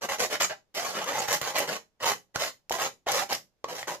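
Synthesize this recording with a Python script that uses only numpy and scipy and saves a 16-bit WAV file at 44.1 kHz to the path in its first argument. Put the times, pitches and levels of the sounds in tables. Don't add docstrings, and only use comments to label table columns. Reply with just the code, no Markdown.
import sys
import numpy as np
from scipy import signal
from scipy.fft import rfft, irfft, next_fast_len
from scipy.io import wavfile
from scipy.ndimage import map_coordinates

SR = 44100
rng = np.random.default_rng(int(sys.argv[2]) if len(sys.argv) > 2 else 0)


def output_pcm(signal):
    pcm = np.clip(np.atleast_2d(signal).T, -1, 1) * 32767
    wavfile.write(sys.argv[1], SR, np.round(pcm).astype(np.int16))


N = 176400
BLOCK = 16384
HZ, T = np.fft.rfftfreq(BLOCK, 1 / SR), np.arange(BLOCK) / SR

SLIPS_PER_S, SLIP_SCATTER_DB = 5000, 8
CHATTER_PER_S, CHATTER_DB = 130, 1
GRIT_PER_S, GRIT_DB, GRIT_FROM_HZ = 60, 13, 1800
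GRIND_TOP_HZ, HISS_FROM_HZ = 1398, 4510
HOLLOW_DB, HOLLOW_WIDTH_HZ = 5.5, 110
BITE_S, PLACE_S = 0.009, 0.024
# start, crest and end in seconds, levels of low grind, middle scratch
# and high hiss in dB, hollow resonance of the board under the chalk in Hz.
STROKES = [ (.006, 0.038, .066, -34, -39, -38.5, 1160), (0.079, 0.098, .168, -32.5, -33.5, -36.5, 1090),
           (0.177, 0.217, .272, -30, -32, -30.5, 500), (0.291, 0.331, .372, -34, -32, -36.5, 576),
           (0.394, 0.404, .466, -31.5, -27, -29, 1334), (.488, 0.489, .542, -34, -36, -48.5, 635),
           (0.738, 0.778, .82, -35, -34.5, -35.5, 628), (0.797, 0.85, .955, -36, -39, -38, 760),
           (0.929, 0.97, 1.065, -34, -36, -41.5, 1120), (1.049, 1.095, 1.15, -32, -35.5, -38.5, 510),
           (1.126, 1.173, 1.28, -32.5, -36, -37.5, 870), (1.264, 1.324, 1.385, -32, -33.5, -32, 824),
           (1.324, 1.337, 1.355, -28.5, -33, -28, 834), (1.402, 1.467, 1.53, -34.5, -36.5, -37.5, 795),
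           (1.532, 1.572, 1.668, -30.5, -31.5, -35.5, 520), (1.667, 1.687, 1.785, -34, -35.5, -38, 752),
           (1.992, 2.024, 2.04, -41, -43.5, -48.5, 657), (2.016, 2.091, 2.146, -28, -30, -30.5, 807),
           (2.339, 2.351, 2.395, -40, -42.5, -44.5, 1483), (2.379, 2.419, 2.508, -34, -34, -34.5, 636),
           (2.699, 2.756, 2.782, -35, -40.5, -37.5, 630), (2.771, 2.815, 2.89, -32, -33, -34, 775),
           (3.059, 3.1, 3.11, -28, -30.5, -37.5, 817), (3.097, 3.146, 3.248, -30, -32, -31.5, 773),
           (3.284, 3.307, 3.37, -35.5, -35.5, -37.5, 780), (3.674, 3.688, 3.768, -37.5, -43, -44.5, 530),
           (3.745, 3.753, 3.845, -40.5, -43, -41.5, 830), (3.867, 3.843, 3.965, -32.5, -38.5, -38.5, 567)]
def strokes():
    out = np.zeros((2, N))
    low, high = below(GRIND_TOP_HZ), 1 - below(HISS_FROM_HZ)
    bands = np.sqrt([low, np.abs(1 - low - high), high])
    highpass = 1j * HZ / (GRIT_FROM_HZ + 1j * HZ)
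    for start, crest, end, *levels_db, hollow_hz in STROKES:
        speed = np.sin(np.pi / 2 * np.interp(start + T, [start, crest, end], [0, 1, 0]))
        bite = 1 - np.exp(-(T / BITE_S) ** 2)
        swell = bite * speed ** np.where(start + T < crest, 0.68, 0.7)
        slips = (rng.random(BLOCK) < SLIPS_PER_S / SR) * np.sign(rng.standard_normal(BLOCK))
        sizes = amp(SLIP_SCATTER_DB * np.clip(rng.standard_normal(BLOCK), -2, 2))
        chatter = amp(CHATTER_DB * map_coordinates(rng.standard_normal(BLOCK // 2), [T * CHATTER_PER_S]))
        force = swell * slips * sizes * chatter
        ways = paths(count=5)
        place = np.floor(T / PLACE_S + rng.random(BLOCK)) % len(ways)
        ticks = rng.random(BLOCK) < GRIT_PER_S / SR
        grit = swell * ticks * amp(GRIT_DB) * (0.5 + rng.random(BLOCK))
        friction = sum((rfft(force * (place == k)) + highpass * rfft(grit * (place == k))) * way
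                       for k, way in enumerate(ways))
        hollow = causal(amp(HOLLOW_DB * resonance(hollow_hz, HOLLOW_WIDTH_HZ)))
        rub = friction * board() * hollow
        power_gain = sum((amp(db) * band) ** 2 / np.mean(irfft(rub * band) ** 2)
                         for db, band in zip(levels_db, bands))
        balance = causal(np.sqrt(power_gain * np.mean(swell ** 2)))
        add(out, start, in_room(irfft(rub * balance)))
    return out


# time in seconds, peak level in dB, corner of the treble shelf in Hz.
CRACKS = [(.421, -10, 1526), (0.758, -30, 9000), (1.043, -22, 5000), (1.3281, -11, 5000),
          (1.4151, -20, 7000), (1.567, -17.5, 1495), (1.584, -13, 10000), (1.591, -15, 10000),
          (2.359, -13.5, 4600), (2.4216, -16.5, 3030), (2.696, -23.5, 11000), (2.7222, -13.5, 1520),
          (3.087, -17, 5000), (3.1185, -12, 4460), (3.329, -12, 2000), (3.3495, -16, 4000)]
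def cracks(crumble_t60_s=0.0037):
    out = np.zeros((2, N))
    for s, db, corner_hz in CRACKS:
        shelf = causal((HZ ** 2 + corner_hz ** 2 / 8) / (HZ ** 2 + corner_hz ** 2))
        crumble = rfft(rng.standard_normal(BLOCK) * amp(-60 * T / crumble_t60_s))
        add(out, s, in_room(amp(db) * click(crumble * shelf)))
    return out


# time in seconds, click peak in dB, ring frequency in Hz,
# ring level in dB, ring decay time (T60) in seconds, thump level in dB.
KNOCKS = [(.4117, -17, 1115, -13, 0.015, -49), (1.2865, -14.5, 870, -28, .015, -43),
          (1.4147, -14.5, 1440, -44, 0.013, -40), (2.358, -22, 834, -26.5, 0.02, -33.5),
          (2.3608, -16.5, 1500, -12.5, 0.012, -52), (2.7083, -27.5, 778, -9, 0.012, -58.5),
          (2.7161, -12.5, 504, -25.5, 0.027, -45), (3.068, -30, 680, -14.5, 0.014, -55),
          (3.325, -10.5, 844, -15.5, 0.0093, -47), (3.6415, -24.5, 486, -19, 0.013, -62),
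          (3.644, -19, 1096, -19, 0.023, -65), (3.8295, -21.5, 1980, -20, .008, -48)]
def knocks(click_top_hz=5000, attack_s=0.0007, push_s=0.004):
    out = np.zeros((2, N))
    ring = lambda hz, t60: np.sin(2 * np.pi * hz * T) * (1 - np.exp(-T / attack_s)) * amp(-60 * T / t60)
    bump = lambda length: np.sin(np.pi * np.minimum(T / length, 1)) ** 2
    thump = bump(push_s) - bump(2 * push_s) / 2 + amp(-9) * ring(hz=133, t60=0.17)
    lowpass = causal(1 / np.hypot(1, HZ / click_top_hz))
    for s, click_db, hz, ring_db, t60, thump_db in KNOCKS:
        body = amp(ring_db) * ring(hz, t60) + amp(thump_db) * thump
        add(out, s, in_room(amp(click_db) * click(lowpass) + body))
    return out


# start in seconds, length in seconds, level in dB.
SQUEAKS = [(0.414, 0.04, -26), (1.182, 0.024, -32)]
def squeaks():
    out = np.zeros((2, N))
    tone = causal(resonance(hz=6960, width_hz=1020))
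    for s, length, db in SQUEAKS:
        swell = np.sin(np.pi * np.minimum(T / length, 1))
        friction = rfft(swell * rng.standard_normal(BLOCK))
        squeal = irfft(friction * tone * paths(count=1)[0])
        add(out, s, in_room(amp(db) * norm(squeal) * np.linalg.norm(swell)))
    return out


def click(force_spectrum):
    x = irfft(force_spectrum * board() * paths(count=1, near_db=-0.5)[0])
    return x / np.abs(x).max()


# frequency in Hz, gain in dB.
BOARD_COLOUR = [(25, -39), (130, -9), (280, -9.5), (480, .5), (900, 0.5), (1600, -0.5), (3500, -5.5),
                (6900, -4.5), (8400, -17.5), (11500, -14.5), (14400, -15.5), (15200, -31)]
# centre in Hz, width in Hz, lift in dB.
BOARD_MODES = [(183, 30, 2.5), (573, 150, 4), (826, 82, 4), (1090, 70, 3), (1986, 250, 4.5),
               (3020, 180, 5.5), (7150, 75, -2)]
def board():
    lifts = sum(db * resonance(hz, width) for hz, width, db in BOARD_MODES)
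    return causal(amp(along(BOARD_COLOUR, HZ) + lifts))


# frequency in Hz, relative gain in dB.
DIRECT_PATH = [(300, 8), (1000, 1), (3000, 3.5), (6500, -1.5), (9000, -8.5)]
def paths(count, near_db=2, near_t60_s=0.024, left_lag_s=0.0001):
    delay = np.array([[np.round(left_lag_s * SR) / SR], [0]])
    direct = causal(amp(along(DIRECT_PATH, HZ))) * np.exp(-2j * np.pi * HZ * delay)
    size = BLOCK // 8
    noise = diffuse(count * size).reshape(2, count, size).swapaxes(0, 1)
    scatter = rfft(norm(noise * amp(-60 * T[:size] / near_t60_s)), BLOCK)
    mean_colour = causal(np.hypot(abs(direct), amp(near_db))[0])
    return (direct + amp(near_db) * scatter) / mean_colour


# frequency in Hz, correlation.
COHERENCE = [(30, 0.18), (250, .5), (500, 0.91), (1200, 0.25), (2500, 0)]
def diffuse(size):
    weights = lambda hz: np.sqrt([1 + along(COHERENCE, hz), 1 - along(COHERENCE, hz)])
    mid, side = filtered(rng.standard_normal((2, size)), weights)
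    return np.array([mid + side, mid - side]) / 2


# frequency in Hz, reverberation time (T60) in seconds.
ROOM_DECAY = [(150, .35), (600, 0.16), (2500, 0.18), (7000, 0.2)]
def in_room(x, tail_db=-5):
    hz, t, spectra = signal.stft(diffuse(BLOCK), SR, nperseg=256)
    decay = amp(-60 * t / along(ROOM_DECAY, hz)[:, None])
    tail = signal.istft(spectra * decay, SR, nperseg=256)[1]
    reverb = irfft(rfft(x, 2 * BLOCK) * rfft(norm(tail), 2 * BLOCK))
    return np.pad(x, ((0, 0), (0, BLOCK))) + amp(tail_db) * reverb


# frequency in Hz, relative level in dB.
AIR_SPECTRUM = [(60, -1), (200, -7), (600, -9), (1500, -18), (6500, -23), (8500, -32)]
def room_tone(rms_db=-77.5):
    air = filtered(diffuse(N), lambda hz: amp(along(AIR_SPECTRUM, hz)))
    return amp(rms_db) * np.sqrt(N) * norm(air)


def amp(db):
    return 10 ** (np.asarray(db) / 20)


def along(points, hz):
    f, v = np.transpose(points)
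    return np.interp(np.log(hz + 1), np.log(f + 1), v)


def norm(x):
    return x / np.sqrt(np.mean(np.sum(x ** 2, axis=-1)) + 1e-20)


def add(track, s, x):
    i = max(0, round(s * SR))
    track[:, i:i + x.shape[-1]] += x[..., :N - i]


def filtered(x, response):
    size = next_fast_len(x.shape[-1] + BLOCK)
    return irfft(rfft(x, size) * response(np.fft.rfftfreq(size, 1 / SR)), size)[..., :x.shape[-1]]


def causal(gain):
    cepstrum = irfft(np.log(np.maximum(gain, 1e-6)))
    cepstrum[1:BLOCK // 2] *= 2
    cepstrum[BLOCK // 2 + 1:] = 0
    return np.exp(rfft(cepstrum))


def resonance(hz, width_hz):
    return 1 / (1 + (2 * (HZ - hz) / width_hz) ** 2)


def below(edge_hz):
    return 1 / (1 + (HZ / edge_hz) ** 6)


def scene():
    return strokes() + cracks() + knocks() + squeaks() + room_tone()


# frequency in Hz, left minus right level in dB.
MIC_IMBALANCE = [(480, -0.2), (1890, -1), (3770, -1.5), (7520, -3), (15000, 3.5)]
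def record(dry, edge_hz=15000, top_hz=15800):
    colour = lambda hz: amp(np.array([[0.5], [-0.5]]) * along(MIC_IMBALANCE, hz))
    lowpass = lambda hz: (hz < top_hz) / np.hypot(1, (hz / edge_hz) ** 60)
    return filtered(dry, lambda hz: colour(hz) * lowpass(hz))


dry = scene()
out = record(dry)
output_pcm(out)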